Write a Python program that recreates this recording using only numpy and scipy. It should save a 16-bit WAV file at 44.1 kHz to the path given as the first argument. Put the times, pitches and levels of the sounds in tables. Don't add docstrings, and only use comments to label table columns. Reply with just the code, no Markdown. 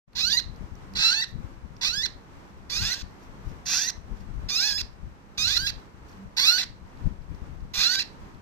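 import sys
import numpy as np
from scipy import signal
from scipy.fft import rfft, irfft
from scipy.io import wavfile
from scipy.ndimage import uniform_filter1d

SR = 44100
rng = np.random.default_rng(int(sys.argv[2]) if len(sys.argv) > 2 else 0)


def wrap_up_sound(samples):
    columns = np.atleast_2d(samples).T
    tamed = np.clip(columns, -1, 1)
    steps = np.round(tamed * 32767).astype(np.int16)
    wavfile.write(sys.argv[1], SR, steps)


def amplitude_ratio(level_db):
    exponent = np.asarray(level_db, float) / 20
    return 10 ** exponent


N = 370881

# f/Hz, level/dB
RIGHT_PORT = [(100, -0.5), (3000, 3.5), (4200, 7), (6000, 6.5), (7400, -4.5), (7900, -26), (8300, -48),
              (8900, -42), (9300, -6), (10300, -5), (14100, 1), (14600, -42)]


def rms_one(x):
    return x / np.sqrt(np.mean(x ** 2) + 1e-20)


def in_time(rows, t):
    s, *columns = np.transpose(rows)
    return [np.interp(t, s, column) for column in columns]


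def at_hz(points, hz):
    point_hz, value = np.transpose(points)
    return np.interp(np.log(hz + 1), np.log(point_hz), value)


def colour(x, points):
    size = 4096
    gain = amplitude_ratio(at_hz(points, np.fft.rfftfreq(size, 1 / SR)))
    cepstrum = irfft(np.log(gain))
    cepstrum[1:size // 2] *= 2
    cepstrum[size // 2 + 1:] = 0
    taps = irfft(np.exp(rfft(cepstrum)))[:1500]
    return signal.oaconvolve(x, taps)[:len(x)]


def resonance(x, hz, width_hz):
    r = np.exp(-np.pi * width_hz / SR)
    zeros = [(1 - r * r) / 2, 0, (r * r - 1) / 2]
    poles = [1, -2 * r * np.cos(2 * np.pi * hz / SR), r * r]
    return signal.lfilter(zeros, poles, x)


def drift(rate_hz):
    hop, settle = 40, 2000
    r = np.exp(-2 * hop * np.pi * rate_hz / SR)
    noise = rng.standard_normal(N // hop + 2 + settle)
    slow = signal.lfilter([1], [1, -2 * r, r * r], noise)[settle:]
    return np.interp(np.arange(N) / hop, np.arange(len(slow)), rms_one(slow))


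def swells(t, rows, rest_db):
    power = amplitude_ratio(2 * rest_db)
    for s, peak_db, half_s in rows:
        power = power + amplitude_ratio(2 * peak_db) * np.exp(-2 * ((t - s) / half_s) ** 2)
    return np.sqrt(power)


def fan(t):
    # f/Hz, level/dB
    hiss_spectrum = [(60, 1), (200, -3.5), (400, -9), (680, -15), (950, -12.5), (2000, -23.5), (3000, -31),
                     (5000, -35), (9000, -33), (15000, -47.5)]
    # f/Hz, correlation
    likeness = [(60, 0.011), (240, 0.72), (950, -0.11), (3770, -0.22), (15000, -0.19)]
    # t/s, level/dB
    tone_swells = [(.31, -47.5), (0.939, -43), (1.95, -51), (2.83, -44.5), (3.7, -49.5), (4.239, -45.5),
                   (5.42, -46.5), (6.22, -38.5), (7.11, -50)]
    hiss_db, drone_db, drone_hz, swell_s = -49.5, -61, 193.7, 0.059

    hz = np.fft.rfftfreq(N, 1 / SR)
    alike = np.clip(at_hz(likeness, hz), -1, 1)
    mid, side = rfft(rng.standard_normal((2, N))) * amplitude_ratio(at_hz(hiss_spectrum, hz)) * (hz > 30)
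    hiss = irfft(np.sqrt(1 + alike) * mid + np.sqrt(1 - alike) * side * [[1], [-1]], N)

    tone_hz = drone_hz + 1.1 * drift(2.1)
    tone = np.sin(2 * np.pi * np.cumsum(tone_hz) / SR)
    rows = [(s, level_db, swell_s) for s, level_db in tone_swells]
    throb = swells(t, rows, drone_db) * amplitude_ratio(1.1 * drift(2.4))
    return amplitude_ratio(hiss_db + 1.6 * drift(2.7)) * rms_one(hiss) + throb * tone


def draught(t):
    # t/s, peak level/dB, half length/s
    left_gusts = [(.2, -39.5, 0.17), (0.537, -31.5, 0.1), (0.8, -36, 0.094), (.97, -37, 0.052),
                  (1.128, -47, 0.056), (1.383, -30.5, 0.073), (1.65, -43, 0.36), (2.094, -45, 0.13),
                  (2.6, -46.5, 0.098), (2.789, -34, 0.11), (3.047, -47.5, 0.085), (3.464, -32.5, .13),
                  (4.115, -38, 0.19), (4.369, -31, 0.1), (4.8, -41, 0.12), (5.07, -44.5, 0.11),
                  (5.46, -41.5, 0.081), (5.661, -39.5, 0.13), (6.264, -46, 0.22), (6.75, -39.5, 0.078),
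                  (7.07, -27, 0.091), (7.4, -32, .13), (7.68, -40.5, 0.18), (8.29, -43, 0.21)]
    # t/s, peak level/dB, half length/s
    right_gusts = [(1.8, -50.5, 0.12), (4.45, -42, 0.081), (5.454, -40.5, .07), (7.64, -43.5, 0.052),
                   (8.198, -48, 0.047)]
    left_lull_db, right_lull_db, casing_db = -55, -60, -11.5
    # f/Hz, level/dB
    eddy = [(12, -19), (30, 4.5), (90, -1.5), (200, -11), (400, -30.5), (900, -60.0), (3000, -99.5)]

    left, right = [amplitude_ratio(5.3 * drift(14)) * rms_one(colour(rng.standard_normal(N), eddy)) for port in "LR"]
    left = swells(t, left_gusts, left_lull_db) * left
    right = swells(t, right_gusts, right_lull_db) * right
    shake = signal.butter(2, 190, "high", fs=SR, output="sos")
    return np.array([left, right + amplitude_ratio(casing_db) * signal.sosfilt(shake, left)])


def small_noises(t):
    # t/s, peak level/dB, f/Hz
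    ticks = [(0.1324, -41, 4260), (0.561, -48, 4720), (0.754, -47.5, 5750), (0.9372, -41, 4460),
             (1.2994, -54, 4460), (1.7664, -44, 5400), (2.5, -62, 3820), (3.108, -51, 4820),
             (5.7994, -49, 3900), (6.0926, -71, 4690), (6.9733, -48.5, 4500), (6.984, -63, 3700),
             (7.222, -55, 4970), (7.3482, -50.5, 5320), (7.6056, -54.5, 4730), (8.347, -49, 4040)]
    # t/s, length/s, level/dB
    rustles = [(0.556, 0.038, -82.5), (1.294, .03, -65), (2.506, 0.022, -75.5), (3.245, 0.06, -69.5),
               (3.485, 0.056, -67.5), (4.197, 0.046, -71), (6.109, 0.066, -69)]

    out = np.zeros(N)
    age_s = np.arange(200) / SR
    for s, peak_db, hz in ticks:
        burst = np.sin(2 * np.pi * hz * age_s) + 0.6 * rng.standard_normal(len(age_s))
        out[round(s * SR):][:len(age_s)] += amplitude_ratio(peak_db - 2.0) * burst * np.exp(-age_s / 0.00053)

    swell = sum(amplitude_ratio(level_db) * np.exp(-((t - s) / length_s * 1.4) ** 2) for s, length_s, level_db in rustles)
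    cloth = rms_one(resonance(rng.standard_normal(N), 5100, 5500))
    return out + swell * amplitude_ratio(3.3 * drift(60)) * cloth


def outline(glide, hoarse, slips, push_db, breaks):
    scoop_s, scoop_pitch, scoop_db = .035, .78, -6
    hook_s, hook_lift_hz, hook_db = .014, 167.1, 2
    break_s, break_hz, break_db, hold_s, sag_db = 0.0072, 2690, 3, .009, 1
    slack_s, slack_hz = .023, 766

    (start, low_hz, soft_db), (s, hz, level_db) = glide[0], glide[-1]
    lasting_s, chaos, depth = hoarse
    share = min(lasting_s / scoop_s, 1)
    scoop = [(start, scoop_pitch ** share * low_hz, soft_db + share * scoop_db),
             (start + share * scoop_s, low_hz, soft_db)]
    if breaks:
        jump = s + 2 * break_s
        ending = [(s + break_s, hz + 100, level_db + break_db),
                  (jump, break_hz, level_db + break_db),
                  (jump + hold_s / 2, break_hz + 80, level_db + sag_db),
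                  (jump + hold_s, break_hz, level_db)]
        last = (s + break_s, s + 1, .47, 2, .35)
    else:
        ending = [(s + hook_s, hz + hook_lift_hz, level_db + hook_db)]
        last = (s + hook_s + slack_s / 2, s + 1, .3, 1, 0)
    ending.append((ending[-1][0] + slack_s, slack_hz, level_db + push_db))
    steady = (start, s, .05, 2, .08)
    return scoop + list(glide[1:]) + ending, [steady, (start, start + lasting_s, chaos, 2, depth), *slips, last]


def syrinx(t, pitch_hz, slips):
    cycles = np.cumsum(pitch_hz) / SR
    k = np.arange(1, int(cycles[-1]))
    at_s = np.interp(k, cycles, t)
    early, linger, size = rng.standard_normal((3, len(k)))
    chaos, pattern = np.full(len(k), .025), np.zeros(len(k))
    for start, end, wild, pulses, depth in slips:
        inside = (at_s >= start) & (at_s < end)
        chaos[inside] = wild
        pattern[inside] = depth * np.cos(2 * np.pi * k[inside] / round(pulses))

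    wobble = signal.lfilter([1], [1, -.85], chaos * linger)
    shifted = k + .14 * pattern + .11 * chaos * early + .05 * wobble
    at = np.interp(shifted, cycles, np.arange(len(t)))
    sizes = (1 + .25 * pattern) * amplitude_ratio(5 * chaos * size)

    near = np.arange(-12, 13)
    spots = at.astype(int)[:, None] + near
    shapes = np.sinc(spots - at[:, None]) * np.hanning(27)[1:-1]
    out = np.zeros(len(t) + 24)
    np.add.at(out, spots + 12, sizes[:, None] * shapes)
    return out[12:-12], cycles


def cry(rows, posture, slips):
    # f/Hz, level/dB
    throat = [(400, -43.5), (700, -7), (900, -5.5), (1300, -10.5), (1800, 1), (2300, -5.5), (2650, -3.5),
              (3050, -7), (3500, -2.5), (4100, 2.5), (6200, -4.5), (8300, -8), (9600, -22), (11000, -15),
              (15000, -19)]
    breath_fade_db = -7
    beak_hz, beak_db, chest_db, treble_db, left_db, lag_ms, breath_db = posture

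    first = round(rows[0][0] * SR)
    t = np.arange(first, round(rows[-1][0] * SR) + 400) / SR
    pitch_hz, level_db = in_time(rows, t)
    (top_s, top_hz, _), (end_s, end_hz, _) = rows[-2:]
    slack = np.clip((t - top_s) / (end_s - top_s), 0, 1)
    pitch_hz = uniform_filter1d(pitch_hz + (end_hz - top_hz) * (slack ** 2.0 - slack), size=180)
    pulses, cycles = syrinx(t, pitch_hz, slips)

    puffs = rng.standard_normal(len(t)) * (1 + .6 * np.cos(2 * np.pi * cycles))
    progress = (t - t[0]) / (end_s - t[0])
    breath = amplitude_ratio(breath_db + breath_fade_db * (progress - .5)) * puffs
    voice = colour(rms_one(pulses) + breath, throat)
    beak = (amplitude_ratio(beak_db) - 1) * resonance(voice, beak_hz, 902)
    chest = (amplitude_ratio(chest_db) - 1) * resonance(voice, 1547, 1400)
    voice = voice + beak + chest
    voice = voice + (amplitude_ratio(treble_db) - 1) * resonance(voice, 12000, 6000)

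    heard = colour(voice, RIGHT_PORT)
    voice = voice / np.sqrt(uniform_filter1d(heard ** 2, size=1100) + 1e-9)
    edges = np.clip((t - t[0]) / 0.0062, 0, 1) * np.clip((end_s - t) / 0.0025, 0, 1)
    voice = voice * amplitude_ratio(level_db) * edges

    late = np.sinc(np.arange(48) - 12 - lag_ms * SR / 1000) * np.hanning(48)
    out = np.zeros((2, N))
    out[0, first:first + len(t)] = amplitude_ratio(left_db) * voice
    out[1, first:first + len(t)] = np.convolve(voice, late)[12:12 + len(t)]
    return out


def chicks():
    # t/s, pulse rate/Hz, level/dB
    hooked = [
        [(0.15, 1107, -23), (0.21, 1223, -22), (0.26, 1426, -20), (0.297, 1612, -24.5), (0.33, 1840, -19),
         (0.367, 1946, -20)],
        [(0.95, 1237, -25), (1.05, 1337, -17), (1.1, 1383, -20), (1.16, 1735, -24.5), (1.211, 1835, -26)],
        [(1.81, 1156, -21.5), (1.88, 1268, -21.5), (1.92, 1408, -29.5), (1.96, 1643, -27.5), (2.015, 1781, -29),
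         (2.03, 1950, -25.5)],
        [(2.694, 1171, -27.5), (2.77, 1238, -23), (2.81, 1450, -29), (2.85, 1680, -29.5), (2.911, 1953, -27)],
        [(2.8, 1216, -28), (2.9, 1445, -28.5), (2.987, 1661, -40)],
        [(3.654, 1115, -22), (3.74, 1308, -17), (3.83, 1776, -21), (3.869, 1910, -24)],
        [(5.374, 1209, -24), (5.43, 1261, -20), (5.465, 1422, -21.5), (5.543, 1886, -26.5)],
        [(6.568, 1850, -27.5), (6.605, 1880, -31.5)],
        [(7.734, 1188, -26), (7.81, 1255, -23), (7.895, 1854, -32.5), (7.922, 1854, -27.5)],
    ]
    # t/s, pulse rate/Hz, level/dB
    breaking = [
        [(4.484, 1193, -24), (4.55, 1221, -20.5), (4.595, 1411, -22), (4.64, 1664, -19.5), (4.675, 1740, -21),
         (4.73, 1620, -24.5), (4.771, 1697, -28)],
        [(5.47, 1168, -27.5), (5.54, 1256, -23.5), (5.558, 1311, -30), (5.57, 1362, -20), (5.61, 1553, -31),
         (5.66, 1627, -26.5)],
        [(6.365, 1054, -18.5), (6.44, 1149, -21), (6.48, 1328, -14), (6.52, 1445, -17), (6.575, 1512, -25.5)],
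        [(7.78, 1189, -19.5), (7.855, 1335, -17.5), (7.9, 1471, -20), (7.94, 1546, -27), (7.984, 1560, -24)],
    ]
    # length/s, chaos 0-1, strong-weak depth 0-1
    hoarse = [(.068, .45, .3), (.088, .45, .2), (.04, .8, .1), (.028, .6, .1), (.23, .7, 0),
              (.166, .45, .15), (.012, .6, 0), (.045, .4, 0), (.028, .65, 0), (.028, .65, 0), (.06, .2, .1),
              (.035, .45, .3), (.075, .3, .2)]
    # from/s, to/s, chaos 0-1, pulses per pattern, pattern depth 0-1
    slips = [
        [(.298, .328, .05, 4, .6), (.328, .37, .08, 2, .5)],
        [(1.04, 1.14, .22, 4, .15), (1.14, 1.212, .14, 2, .65)],
        [(1.85, 1.885, .3, 2, .25), (2.017, 2.036, .1, 2, .3)],
        [(2.722, 2.775, .2, 2, .15)],
        [],
        [(3.82, 3.87, .3, 2, .35)],
        [(5.468, 5.59, .55, 2, .1)],
        [],
        [(7.765, 7.81, .18, 2, .05), (7.81, 7.94, .4, 2, .1)],
        [(4.595, 4.675, .25, 2, .7), (4.675, 4.73, .45, 2, .3)],
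        [],
        [],
        [(7.955, 7.988, .05, 2, .4)],
    ]
    # resonance f/Hz, its lift/dB, chest tone/dB, push of the closing fall/dB
    beak = [(4000, 7, -3.5, -6.5), (3937, 6.5, 3, -5), (3800, 4, -1.5, 0.5), (4740, 5.5, 0.5, -0.5),
            (4300, -1.5, -6.5, 1.5), (6080, 13.5, 0.5, 2), (3930, 5, -4.5, 7.5), (4260, 4.5, -2, 7),
            (4540, -1, -5.5, 6.5), (4970, 9.5, -2, 3), (3800, 9.5, 4, -2.5), (3900, 8.5, 3.5, -1),
            (4100, 11, 6.5, -4.5)]
    # treble/dB, left against right/dB, right lag/ms, breathiness/dB
    facing = [(0, -5.5, 0.14, -26), (-4, -1, 0.205, -10.5), (-7.5, -4.5, 0.181, -41), (6, -5, 0.12, -12),
              (-9, -1.5, 0.094, -8), (2.5, -6, 0.0042, -2.5), (2, -4, 0.13, -17), (-20.5, -1, 0.063, 6),
              (-1, -4, 0.098, -6), (0, -2.5, 0.1, -15.5), (5.5, -4, 0.188, -30), (4, -2.5, 0.18, -11),
              (4.5, -4, 0.12, -15)]

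    out = np.zeros((2, N))
    for k, glide in enumerate(hooked + breaking):
        *tone, push_db = beak[k]
        rows, states = outline(glide, hoarse[k], slips[k], push_db, breaks=k >= len(hooked))
        out += cry(rows, (*tone, *facing[k]), states)
    return out


def room(x):
    t60_s, tail_db, close_db = 0.29, -15.5, -2
    age_s = np.arange(round(.6 * SR)) / SR
    bright, dull, close = rng.standard_normal((3, 2, len(age_s)))
    dull = signal.lfilter([.35], [1, -.65], dull)
    tail = 0.1 * bright * amplitude_ratio(-60 * age_s / (0.85 * t60_s)) + dull * amplitude_ratio(-60 * age_s / t60_s)
    tail = tail * np.clip(age_s / 0.016, 0, 1)
    close = close ** 3 * amplitude_ratio(-60 * age_s / .018) * (age_s > .0004)
    echoes = amplitude_ratio(tail_db) * tail / np.sqrt(np.sum(tail ** 2, axis=1, keepdims=True))
    echoes += amplitude_ratio(close_db) * close / np.sqrt(np.sum(close ** 2, axis=1, keepdims=True))
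    return np.array([signal.oaconvolve(side, echo)[:N] for side, echo in zip(x, echoes)])


def scene():
    # f/Hz, level/dB
    left_port = [(100, -5.5), (3000, 6), (4200, -3), (6000, -1), (8600, -0.5), (9100, -22), (9500, -34),
                 (9900, -24), (10400, -3.5), (14200, 4.5), (14600, -49.5)]
    t = np.arange(N) / SR
    near = small_noises(t) + chicks()
    left, right = near + room(near) + fan(t)
    return np.array([colour(left, left_port), colour(right, RIGHT_PORT)]) + draught(t)


def band_limit(x):
    return signal.sosfilt(signal.butter(12, 15630, fs=SR, output="sos"), x)


def record(dry):
    wake_db = np.interp(np.arange(N) / SR, [0, .062, .08, .15, .2], [-88, -74, -14, -5.0, 0.0])
    return band_limit(dry * amplitude_ratio(wake_db))


dry = scene()
out = record(dry)
wrap_up_sound(out)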